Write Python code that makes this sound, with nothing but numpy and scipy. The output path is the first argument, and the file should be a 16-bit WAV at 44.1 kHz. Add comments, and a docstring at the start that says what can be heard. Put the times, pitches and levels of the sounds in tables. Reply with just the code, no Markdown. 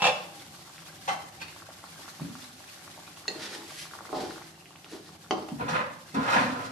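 """Sauce boils with a fine fizz and small popping bubbles over a rumbling gas flame in a small, hard-walled kitchen.
Utensils clatter beside the stove; a ladle stirs, knocks the wok and washes sauce onto hot metal; a plate is dragged.
Fizz is filtered random clicks, single pops are short rising tones, and the flame is filtered noise.
Rubbed and rattled things are clicks that ring an object; the ladle also adds decaying sines. Echo surrounds them.
A phone just above the wok hears it all and loses the highest treble."""
import sys
import numpy as np
from scipy import signal
from scipy.fft import rfft, irfft
from scipy.io import wavfile
from scipy.ndimage import uniform_filter1d

SR = 44100
rng = np.random.default_rng(int(sys.argv[2]) if len(sys.argv) > 2 else 0)


def store_pcm(level_fs):
    """Save levels as 16-bit WAV."""
    pcm = np.round(np.clip(level_fs, -1, 1) * 32767).astype(np.int16)
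    wavfile.write(sys.argv[1], SR, np.atleast_2d(pcm).T)


N = 296219
T = np.arange(N) / SR  # time in seconds

# Broad colours of fizz, flame, sauce on hot metal and sauce flashing to steam.
# Each row: frequency in Hz, relative strength in dB per Hz.
FIZZ_COLOUR = [(240, -42), (400, -13), (498, -12.5), (610, -2), (686, -38), (716, -20), (1090, -6),
               (1510, -9), (2990, -8.5), (4490, -7.5), (13000, -15.5)]
FLAME_COLOUR = [(25, -24), (50, -20), (80, -15.5), (105, -2.5), (135, -7), (175, -7.5), (230, -10),
                (330, -5.5), (500, -16.5), (760, -10.5), (1200, -31), (3000, -57)]
SIZZLE_COLOUR = [(300, -38), (900, -4), (1450, 6.5), (2000, 6.5), (2600, 1), (4500, 6), (7000, -3.5),
                 (10500, -9), (13000, -17)]  # also the gritty scuffs of the plate
STEAM_COLOUR = [(500, -48), (1500, -0.5), (3000, 1.5), (5000, 0), (8000, -5.5), (11500, -5.5), (13000, -18)]
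# Hollows under the wok that the flame excites. Each row: frequency in Hz, width in Hz, lift in dB.
FLAME_PEAKS = [(78, 3.4, 12.5), (139, 7.8, 5.5), (163.8, 12, 9), (745, 29, 2), (774, 16, 3.5),
               (848, 8.5, 7.5)]

# Single pops that stand out, with a few high ticks, perhaps drips or ladle taps, near 4.7 s.
# Each row: start in seconds, level before the room in dB, pitch in Hz.
SINGLE_POPS = [(0.676, -38, 1180), (0.781, -31.5, 2150), (0.885, -37, 1160), (1.563, -34.5, 940),
               (1.626, -36.5, 1060), (1.705, -35.5, 1090), (1.840, -28.5, 1040), (1.993, -36.5, 796),
               (2.058, -35, 1200), (2.080, -32.5, 1100), (2.086, -32, 1500), (2.198, -31.5, 930),
               (2.353, -30, 1150), (2.447, -36.5, 1330), (2.878, -33.5, 1100), (2.991, -36, 820),
               (3.854, -33, 1100), (3.936, -26.5, 1250), (3.951, -29.5, 1010), (3.989, -28.5, 1270),
               (4.007, -28.5, 1000), (4.053, -32, 1190), (4.092, -31, 1170), (4.109, -38, 960),
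               (4.308, -29, 1400), (4.36, -31.5, 1290), (4.380, -31, 1160), (4.415, -33.5, 927),
               (4.623, -46, 1100), (4.657, -35.5, 2380), (4.755, -39, 990), (4.759, -33.5, 2550),
               (4.845, -31, 2780), (4.863, -38, 1200)]
# Spells when the sauce wells up and middling bubbles crowd.
# Each row: start in seconds, length in seconds, middle level before the room in dB.
WELLINGS = [(0.449, .5, -43), (1.582, 0.95, -42)]

# Ladle meets wok. Each row: start in seconds, push on the bowl in dB,
# ladle ring in dB (added to the level of each of its tones), contact cut-off in Hz.
KNOCKS = [(3.28, -13, -38.5, 700), (4.129, 2.5, -60, 600), (4.143, -2.5, -64, 550), (4.169, -3, -63, 260),
          (4.235, 4.5, -64, 200), (4.284, -6.5, -64, 260), (4.845, -23.5, -61, 1180), (4.95, -4, -66, 200),
          (5.309, 5.5, -37, 1720), (5.322, -12, -61, 700), (5.337, 2, -61, 400), (5.369, -11, -62, 980),
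          (5.382, -6.5, -60, 800), (5.424, -10.5, -52.5, 1400), (5.487, -10.5, -54.5, 1480)]
# Tones of the struck ladle. Each row: pitch in Hz, relative level in dB, time to fade by 60 dB in seconds.
LADLE_TONES = [(1910, 7.5, 0.039), (2180, 4, 0.02), (2700, 5, 0.022), (3080, 7, 0.018), (3300, 5, 0.025),
               (3710, 8, 0.024), (4270, 8, 0.031), (4600, 9, 0.02), (5044, 6, 0.036), (5360, -6, 0.02),
               (6010, -1, 0.025), (6700, 6.5, 0.012), (9000, 9, 0.0018)]

# Strokes of rubbing, rattling or sliding.
# Each row: time of the peak in seconds, relative force in dB, rise time in seconds, fall time in seconds.
UTENSIL_RATTLE = [(0.008, -28, 0.0094, 0.0046), (0.021, -21, 0.0012, 0.0073), (0.032, -22, 0.007, 0.006),
                  (0.043, -15, 0.002, 0.0064), (0.054, -15, 0.0025, 0.008), (0.069, -17.5, 0.002, 0.007),
                  (0.085, -18.5, 0.002, 0.005), (0.099, -27, 0.0022, 0.0057)]
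UTENSIL_LIFT = [(1.081, -20.5, 0.0039, 0.0046), (1.088, -23, 0.001, 0.0082), (1.097, -29, 0.0022, 0.014),
                (1.112, -30.5, 0.0025, 0.0097), (1.131, -32.5, 0.0035, 0.006)]
UTENSIL_BRUSH = [(1.415, -33.5, 0.012, 0.02), (1.483, -42, 0.0019, 0.0064), (2.69, -44, 0.013, 0.0041),
                 (3.066, -48, 0.0034, 0.0079)]
COUNTER_THUDS = [(2.215, -28.5, 0.0076, 0.0094), (2.241, -36.5, 0.0025, 0.044),
                 (5.519, -26.5, 0.0015, 0.007), (5.551, -39, 0.0033, 0.043), (5.612, -38.5, 0.012, 0.053),
                 (5.74, -36, 0.036, 0.024)]
LADLE_SCRAPES = [(3.31, -44.5, 0.023, 0.076), (3.43, -45, 0.037, 0.028), (3.55, -47, 0.052, 0.081),
                 (4.15, -29.5, 0.0072, 0.026), (4.21, -38, 0.11, 0.064), (5.322, -25.5, 0.0054, 0.015),
                 (5.37, -40, 0.015, 0.06)]
SLOPS = [(3.285, -38.5, 0.0038, 0.021), (3.355, -44.5, 0.01, 0.047), (3.53, -51, 0.043, 0.034),
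         (3.6, -46.5, 0.024, 0.045), (4.3, -41, 0.022, 0.03), (4.937, -38.5, 0.018, 0.026),
         (4.995, -49, 0.015, 0.024)]  # the ladle shoves a wave of sauce, a hollow slop
WASHES = [(3.43, -37, 0.043, 0.045), (3.545, -38.5, 0.046, 0.021), (4.21, -42.5, 0.035, 0.12),
          (4.917, -49, 0.04, 0.057), (5.07, -54, 0.03, 0.037)]  # sauce is pushed up the hot wall
FLASH_BOILS = [(3.77, -48.5, 0.13, 0.066), (3.84, -42, 0.088, 0.012), (4.917, -48.5, 0.014, 0.044)]  # sauce flashes to steam
PLATE_SLIDES = [(5.683, -25, 0.00084, 0.021), (5.742, -25, 0.029, 0.059), (6.235, -33, 0.036, 0.052),
                (6.285, -20.5, 0.016, 0.035), (6.325, -18.5, 0.0033, 0.014), (6.35, -18.5, 0.0089, 0.03),
                (6.385, -24, 0.01, 0.038), (6.49, -36, 0.027, 0.058), (6.66, -56, 0.037, 0.0055)]
PLATE_CATCHES = [(5.600, -29.5, 0.0056, 0.012), (5.613, -33.5, 0.012, 0.088), (6.145, -27, 0.0013, 0.1),
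                 (6.56, -34, 0.067, 0.12)]  # the rim drags with a low groan
PLATE_SCUFFS = [(5.683, -36.5, 0.0013, 0.042), (6.145, -31, 0.0014, 0.0039), (6.33, -35, 0.084, 0.14),
                (6.655, -38.5, 0.014, 0.0073)]  # the plate's foot grates
PLATE_BUMPS = [(6.146, -19, 0.0029, 0.013), (6.172, -17, 0.011, 0.042), (6.37, -24, 0.014, 0.043),
               (6.42, -25.5, 0.016, 0.033), (6.49, -27.5, 0.017, 0.038), (6.65, -36, 0.011, 0.037)]

# Broad colours of what is struck or rubbed. Each row: frequency in Hz, relative strength in dB per Hz.
RATTLE_COLOUR = [(47, -42), (80, -30), (162, -12), (330, -25), (510, -10), (780, -5.5), (1100, -8.5),
                 (1400, -14), (2000, -22), (3200, -23), (4800, -30.5), (7000, -26), (13000, -41.5)]
LIFT_COLOUR = [(47, -48), (80, -32), (140, -7), (200, -14), (440, -16.5), (520, -4.5), (650, -9),
               (800, 1.5), (1000, -4.5), (1400, -8), (2300, -9), (2900, -23.5), (3400, -22), (4600, -29.5),
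               (6500, -24), (13000, -37)]
BRUSH_COLOUR = [(150, -5), (400, 0), (900, 9), (1600, 9.5), (2500, 10.5), (4000, 4), (7000, -7),
                (13000, -15)]
COUNTER_COLOUR = [(40, -38), (80, -5), (140, -7.5), (200, -3.5), (280, -6.5), (400, -13.5), (800, -18),
                  (3000, -36)]
BOWL_COLOUR = [(50, -23), (100, -16), (160, -11), (250, -7), (340, 0.5), (440, -5), (510, -7), (580, -1.5),
               (700, -6.5), (860, -4), (1120, -2), (1320, -2.5), (1550, -13), (2200, -14), (3000, -30),
               (4600, -20), (7000, -45), (13000, -43)]
SCRAPE_COLOUR = [(80, -21.5), (170, 0.5), (310, -5), (430, 0.5), (550, -1.5), (780, -6.5), (1100, -5),
                 (2000, -22), (4500, -15.5), (12000, -50)]
SLOP_COLOUR = [(100, -32.5), (220, -11.5), (340, -2), (450, -3.5), (520, -13), (850, -18.5), (1300, -22),
               (4000, -45)]
PLATE_COLOUR = [(59, -39), (100, -15), (277, -11.5), (410, -17.5), (530, -4.5), (766, -4.5), (1040, -4),
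                (1150, -6.5), (1730, -7), (2940, -16), (3190, -19.5), (3990, -23), (4330, -25),
                (13000, -46.5)]
CATCH_COLOUR = [(60, -28), (110, -0.5), (260, -14), (360, -12.5), (490, -5), (640, -2), (860, -9),
                (1000, 0.5), (1150, -8.5), (1300, -5.5), (2000, -13), (4000, -22), (13000, -62)]
BUMP_COLOUR = [(40, -29), (90, -7.5), (140, -1.5), (210, -2), (270, 6), (360, -25), (550, -24), (900, -47),
               (3000, -61)]

# Resonances that stand out of those colours. Each row: frequency in Hz, width in Hz, lift in dB.
RATTLE_PEAKS = [(525, 60, 5.7), (588, 43, 5.9), (790, 110, 6.2), (805, 0.5, 12.6), (870, 72, 3.8),
                (1060, 29, 4.5), (1610, 81, 6), (1760, 160, 7.4), (2080, 32, 9), (2350, 84, 17.3),
                (2643, 92, 22.2), (2830, 41, 19.5), (2940, 110, 14), (3350, 87, 17), (3580, 100, 17.6),
                (3920, 73, 15), (4400, 88, 19), (4510, 60, 18), (5030, 40, 13), (5480, 180, 14),
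                (6640, 140, 6.8), (7010, 60, 8)]
LIFT_PEAKS = [(752, 50, 9.4), (875, 76, 4.3), (1120, 89, 8.4), (1530, 33, 7.5), (2025, 38, 13.6),
              (2596, 24, 10), (2720, 34, 13), (3106, 46, 21.7), (3740, 45, 13), (4100, 85, 20),
              (4360, 55, 17), (4680, 55, 12), (5200, 37, 12), (5440, 47, 14), (5870, 40, 14),
              (6130, 61, 14)]
BRUSH_PEAKS = [(990, 52, 5), (1520, 35, 2.7), (2150, 44, 2.6), (2460, 130, 7.3), (3250, 46, 2.4),
               (4370, 120, 8.7)]
COUNTER_PEAKS = [(85.4, 2.1, 7), (151, 17, 15), (186, 3.3, 7.3), (240, 20, 13.4), (281, 31, 9.6)]
BOWL_PEAKS = [(199, 5.4, 7.5), (263, 6.3, 10), (322, 11.4, 13.4), (372, 15, 8.2), (404, 14, 7.8),
              (434, 12, 7), (464, 7.9, 5), (622, 11, 12.2), (749, 22, 15.6), (800, 13, 4.7), (841, 7.7, 14),
              (897, 17, 9.7), (1001, 5, 4.9), (1066, 8, 5), (1214, 9.7, 5.5), (1475, 8, 9.4)]
PLATE_PEAKS = [(533, 95, 3.3), (1028, 42, 11.6), (1230, 44, 9.9), (1420, 120, 5), (1700, 140, 4.1),
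               (2040, 24, 3.3), (2400, 23, 5.1), (2550, 38, 5.3), (2970, 120, 3.8), (3580, 69, 8.1),
               (4050, 140, 3.4), (4700, 67, 5)]
CATCH_PEAKS = [(488, 34, 8.3), (680, 35, 4.4), (1017, 50, 8), (1300, 70, 4), (1430, 60, 8.1)]
BUMP_PEAKS = [(252, 22, 9.5), (293, 19, 8)]

# Echo of the kitchen. Each row: frequency in Hz, time to fade by 60 dB in seconds,
# likeness of left and right (correlation, no unit).
KITCHEN = [(108, 1, 0.94), (304, 0.68, 0.75), (580, 0.58, 0.81), (1100, 0.57, -0.065), (2290, 0.52, 0.09),
           (4500, 0.51, 0.17), (12000, 0.43, -0.16)]

# The boil is steady until stirring folds cooler sauce over the hot rim; then the flame slowly brings it back.
BOIL_DB, STIRRED_S, COOLING_S, COOLING_DB, REHEAT_DB_PER_S = -49.5, 4.39, 0.19, 5.5, 1
WELLING_POPS_PER_S, POP_PITCH_HZ, POP_OCTAVES = 18, 1100, 0.49  # octaves: full range of pitch in a spell
ABRUPT_S = 0.0037  # strokes that rise faster than this land with a blow
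# Each blow lands elsewhere, under a different depth of sauce: spread of the tones' pitch (share) and level.
MODE_DETUNE, MODE_SCATTER_DB = 0.0061, 7.5
TOP_HZ = 13100  # the phone loses what lies above


def amp(db):
    """Turn decibels into a plain factor."""
    return 10 ** (np.asarray(db) / 20)


def unit(x):
    """Scale a sound to an average strength (rms) of 1."""
    return x / np.sqrt(np.mean(x ** 2))


def on_log_axis(hz, points, axis=1):
    """Read one column of a table along log frequency."""
    rows = np.array(points)
    return np.interp(np.log(hz + 1), np.log(rows[:, 0]), rows[:, axis])


def convolve(x, response):
    """Let each sample of a sound set off the response."""
    return signal.fftconvolve(np.atleast_2d(x), np.atleast_2d(response), axes=-1)[:, :N]


def causal(gain):
    """Build the promptest response with this gain over frequency (minimum phase)."""
    cepstrum = irfft(np.log(gain))
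    half = len(cepstrum) // 2
    cepstrum[1:half] *= 2
    cepstrum[half + 1:] = 0
    return irfft(np.exp(rfft(cepstrum)))


def body(colour, peaks=(), size=32768):
    """Response of an object, with unit energy: a broad colour with resonances standing out of it."""
    hz = np.arange(size // 2 + 1) * SR / size
    lift = 1 + sum((amp(db) ** 2 - 1) / (1 + (2 * (hz - f) / width) ** 2) for f, width, db in peaks)
    response = causal(amp(on_log_axis(hz, colour)) * np.sqrt(np.maximum(lift, .5)))
    return response / np.linalg.norm(response)


def clicks(rate, spread_db):
    """Random tiny impacts, rate per second, with unequal sizes; rms 1."""
    size = amp(spread_db * np.minimum(rng.exponential(size=N), 5))
    happens = rng.random(N) < rate / SR
    return unit(happens * size * rng.choice([-1, 1], N))


def walk(rate):
    """Smooth random drift with a spread near 1, with rate turning points per second."""
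    return np.interp(T * rate, np.arange(1000), rng.standard_normal(1000))


def add(track, s, sound):
    """Lay a short sound into a track at s seconds."""
    start = max(int(s * SR), 0)
    track[start:start + len(sound)] += sound[:max(N - start, 0)]


def evened(echo, hz, size=21):
    """Level the low room resonances so that none of them booms."""
    power = uniform_filter1d(np.mean(np.abs(rfft(echo)) ** 2, axis=0), size)
    return convolve(echo, causal(power ** (-.5 / (1 + (hz / 2000) ** 2))))


def kitchen(size=32768):
    """Stereo echo of tiled walls: fading noise whose lows stay longer and are more alike in both channels."""
    t, hz = T[:size], np.arange(size // 2 + 1) * SR / size
    alike = np.clip(on_log_axis(hz, KITCHEN, axis=2), -1, 1)
    mid, side = rfft(rng.standard_normal((2, size)))
    opposite = np.array([[1], [-1]])
    noise = mid * np.sqrt((1 + alike) / 2) + opposite * side * np.sqrt((1 - alike) / 2)
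    echo = 0
    for k, (_, t60, _) in enumerate(KITCHEN):
        band = on_log_axis(hz, [(row[0], j == k) for j, row in enumerate(KITCHEN)])
        decay = np.exp(-np.log(1000) * t / t60)
        onset = np.clip(t / 0.0023, 0, 1)
        early_boost = 1 + 2.5 * np.exp(-t / 0.014)
        fade = decay * onset * early_boost
        echo = echo + irfft(noise * band) * fade / np.linalg.norm(fade)
    return evened(echo, hz)


def place(x, wet_db, count=0):
    """Direct sound, reaching the left port count samples late, plus room echo; power is roughly kept."""
    x = np.ravel(x)
    direct = np.array([np.pad(x, (count, 0))[:N], x])
    return (direct + amp(wet_db) * convolve(x, kitchen())) / np.hypot(1, amp(wet_db))


def bubble(hz, cycles, glide=0.01):
    """A bursting cap leaves a little cavity that rings briefly, rising in pitch as it opens."""
    turn = T[:SR // 60] * hz
    swell = turn / cycles * np.exp(.5 - .5 * (turn / cycles) ** 2)
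    return swell * np.sin(2 * np.pi * turn * (1 + glide * turn))


def rub(strokes, colour, peaks, rate, spread_db, blow_db=-40):
    """Uneven stick-slip clicks follow each stroke and ring the object; an abrupt stroke lands with a blow."""
    force = sum(amp(db) * np.exp(-np.maximum((s - T) / rise, (T - s) / fall)) for s, db, rise, fall in strokes)
    grip = amp(3 * walk(140) - .7)
    drive = unit(force * grip * clicks(rate, spread_db)) * np.sqrt(np.mean(force ** 2))
    for s, db, rise, _ in strokes:
        blow = amp([db + blow_db]) * np.exp(-(rise / ABRUPT_S) ** 2)  # a single sample
        add(drive, s, blow)
    return convolve(drive, body(colour, peaks))


def heat_db():
    """Vigour of the boil, 0 dB when full: it sinks as the sauce is stirred and creeps back."""
    cooled = COOLING_DB * np.clip((T - STIRRED_S) / COOLING_S, 0, 1)
    reheated = REHEAT_DB_PER_S * np.maximum(T - STIRRED_S - COOLING_S, 0)
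    return np.minimum(reheated - cooled, 0)


def fizz(crackle_db=-53, spread_db=3, pitch_hz=3400, surge_db=-0.5, flicker_db=2.0, count=900):
    """Countless tiny bubbles all round the rim hiss; single ones tick above them, each at its own pitch."""
    vigour = amp(heat_db() + surge_db * walk(34) + flicker_db * walk(45))
    hiss = np.array([clicks(14000, 1.0), clicks(14000, 3.9)]) * amp(BOIL_DB)  # left, right
    crackle = np.zeros(N)
    for when, size, pitch in rng.random((count, 3)):
        tick_db = crackle_db - spread_db * np.log(max(size, .02))
        hz = pitch_hz * 2 ** (2.6 * (pitch - .5))
        add(crackle, when * T[-1], amp(tick_db) * bubble(hz, cycles=4.7, glide=0.0036))
    return convolve(hiss * vigour, body(FIZZ_COLOUR)) + place(crackle * vigour, wet_db=8)


def burner(flame_db=-56):
    """The gas flame, noise coloured by hollows under the bowl, rumbles and flutters."""
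    flutter = amp(1.5 * walk(9))
    roar = convolve(rng.standard_normal(N) * flutter, body(FLAME_COLOUR, FLAME_PEAKS))
    return amp(flame_db) * place(roar, wet_db=-3)


def popping(small_db=-51.5, spread_db=5.0, wet_db=-2, cycles=0.83, count=420):
    """Single pops stand out, middling bubbles come in spells, and many small ones weaken as the sauce cools."""
    out, heat = np.zeros(N), heat_db()
    for s, db, hz in SINGLE_POPS:
        add(out, s, amp(db) * bubble(hz, cycles))
    for (start, length, db), draws in zip(WELLINGS, rng.random((len(WELLINGS), 40, 3))):
        for k, (when, size, pitch) in enumerate(draws):
            delay = (k + when) / WELLING_POPS_PER_S
            if delay < length:
                hz = POP_PITCH_HZ * 2 ** (POP_OCTAVES * (pitch - .5))
                add(out, start + delay, amp(db) * (.5 + size) * bubble(hz, cycles))
    for when, size, pitch in rng.random((count, 3)):
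        db = small_db - spread_db * np.log(max(size, .03)) + heat[int(when * N)]
        hz = POP_PITCH_HZ * 2 ** (1.4 * (pitch - .5))
        add(out, when * T[-1], amp(db) * bubble(hz, cycles=0.98))
    return place(out, wet_db)


def utensils():
    """Things handled beside the stove rattle, brush and thud, heard mostly by way of the walls."""
    rattle = rub(UTENSIL_RATTLE, RATTLE_COLOUR, RATTLE_PEAKS, rate=2200, spread_db=1.0, blow_db=17)
    lift = rub(UTENSIL_LIFT, LIFT_COLOUR, LIFT_PEAKS, rate=2400, spread_db=1.5, blow_db=24.0)
    brush = rub(UTENSIL_BRUSH, BRUSH_COLOUR, BRUSH_PEAKS, rate=2000, spread_db=2, blow_db=16)
    thuds = rub(COUNTER_THUDS, COUNTER_COLOUR, COUNTER_PEAKS, rate=3100, spread_db=2.5)
    handled = place(lift + brush, wet_db=5.5, count=17)[::-1]  # channels swapped: the right port hears it late
    return place(rattle, wet_db=2.0, count=4) + handled + place(thuds, wet_db=1.5)


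def ring(modes):
    """Decaying sines of a struck object, a little different at each blow; neighbours start in opposite directions."""
    t = T[:SR // 2]
    chance = rng.standard_normal((len(modes), 2))
    total = np.zeros(len(t))
    for k, ((hz, db, t60), (louder, higher)) in enumerate(zip(modes, chance)):
        fade = amp(db + MODE_SCATTER_DB * louder - 60 * t / t60)
        tone = np.sin(2 * np.pi * hz * (1 + MODE_DETUNE * higher) * t)
        total += (-1) ** k * fade * tone
    return total / 2


def stirring():
    """The ladle knocks and scrapes the bowl and slops the sauce; sauce pushed up the hot wall sizzles."""
    bowl, ladle = np.zeros(N), np.zeros(N)
    t = T[:SR // 100]
    for s, bowl_db, ladle_db, contact_hz in KNOCKS:
        push = t * np.exp(-4 * np.pi * contact_hz * t)  # food in between makes a longer, softer push
        add(bowl, s, amp(bowl_db) * push / push.sum())
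        add(ladle, s, amp(ladle_db) * ring(LADLE_TONES))
    bowl_knocks = place(convolve(bowl, body(BOWL_COLOUR, BOWL_PEAKS)), wet_db=1.5)
    knocks = bowl_knocks + place(ladle, wet_db=0)
    scrape = place(rub(LADLE_SCRAPES, SCRAPE_COLOUR, BOWL_PEAKS, rate=2500, spread_db=2.0), wet_db=2.5)
    slop = place(rub(SLOPS, SLOP_COLOUR, [], rate=1500, spread_db=1), wet_db=-3)
    sizzle = place(rub(WASHES, SIZZLE_COLOUR, [], rate=9000, spread_db=2), wet_db=2)
    steam = place(rub(FLASH_BOILS, STEAM_COLOUR, [], rate=8200, spread_db=3), wet_db=4)
    return knocks + scrape + slop + sizzle + steam


def plate(bump_db=-5.5):
    """A plate to the right catches, bumps and grinds across the counter by stick-slip rubbing."""
    slide = rub(PLATE_SLIDES, PLATE_COLOUR, PLATE_PEAKS, rate=550, spread_db=2.0, blow_db=21.0)
    bumps = rub(PLATE_BUMPS, BUMP_COLOUR, BUMP_PEAKS, rate=1700, spread_db=-0.5)
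    scuffs = rub(PLATE_SCUFFS, SIZZLE_COLOUR, [], rate=3300, spread_db=0)
    catches = rub(PLATE_CATCHES, CATCH_COLOUR, CATCH_PEAKS, rate=1200, spread_db=2.0, blow_db=20)
    grinding = place(slide + catches + scuffs, wet_db=7.5, count=15)
    bumping = amp(bump_db) * place(bumps, wet_db=-6.5, count=15)
    return (grinding + bumping) * amp([[-.3], [.3]])  # dB left, right


def scene():
    """Mix the boil, flame, utensils, ladle and plate."""
    return fizz() + burner() + popping() + utensils() + stirring() + plate()


def record(dry):
    """The phone cuts the top with a steep low-pass filter."""
    low_pass = signal.ellip(10, .2, 70, TOP_HZ, fs=SR, output="sos")
    return signal.sosfilt(low_pass, dry)


dry = scene()
out = record(dry)
store_pcm(out)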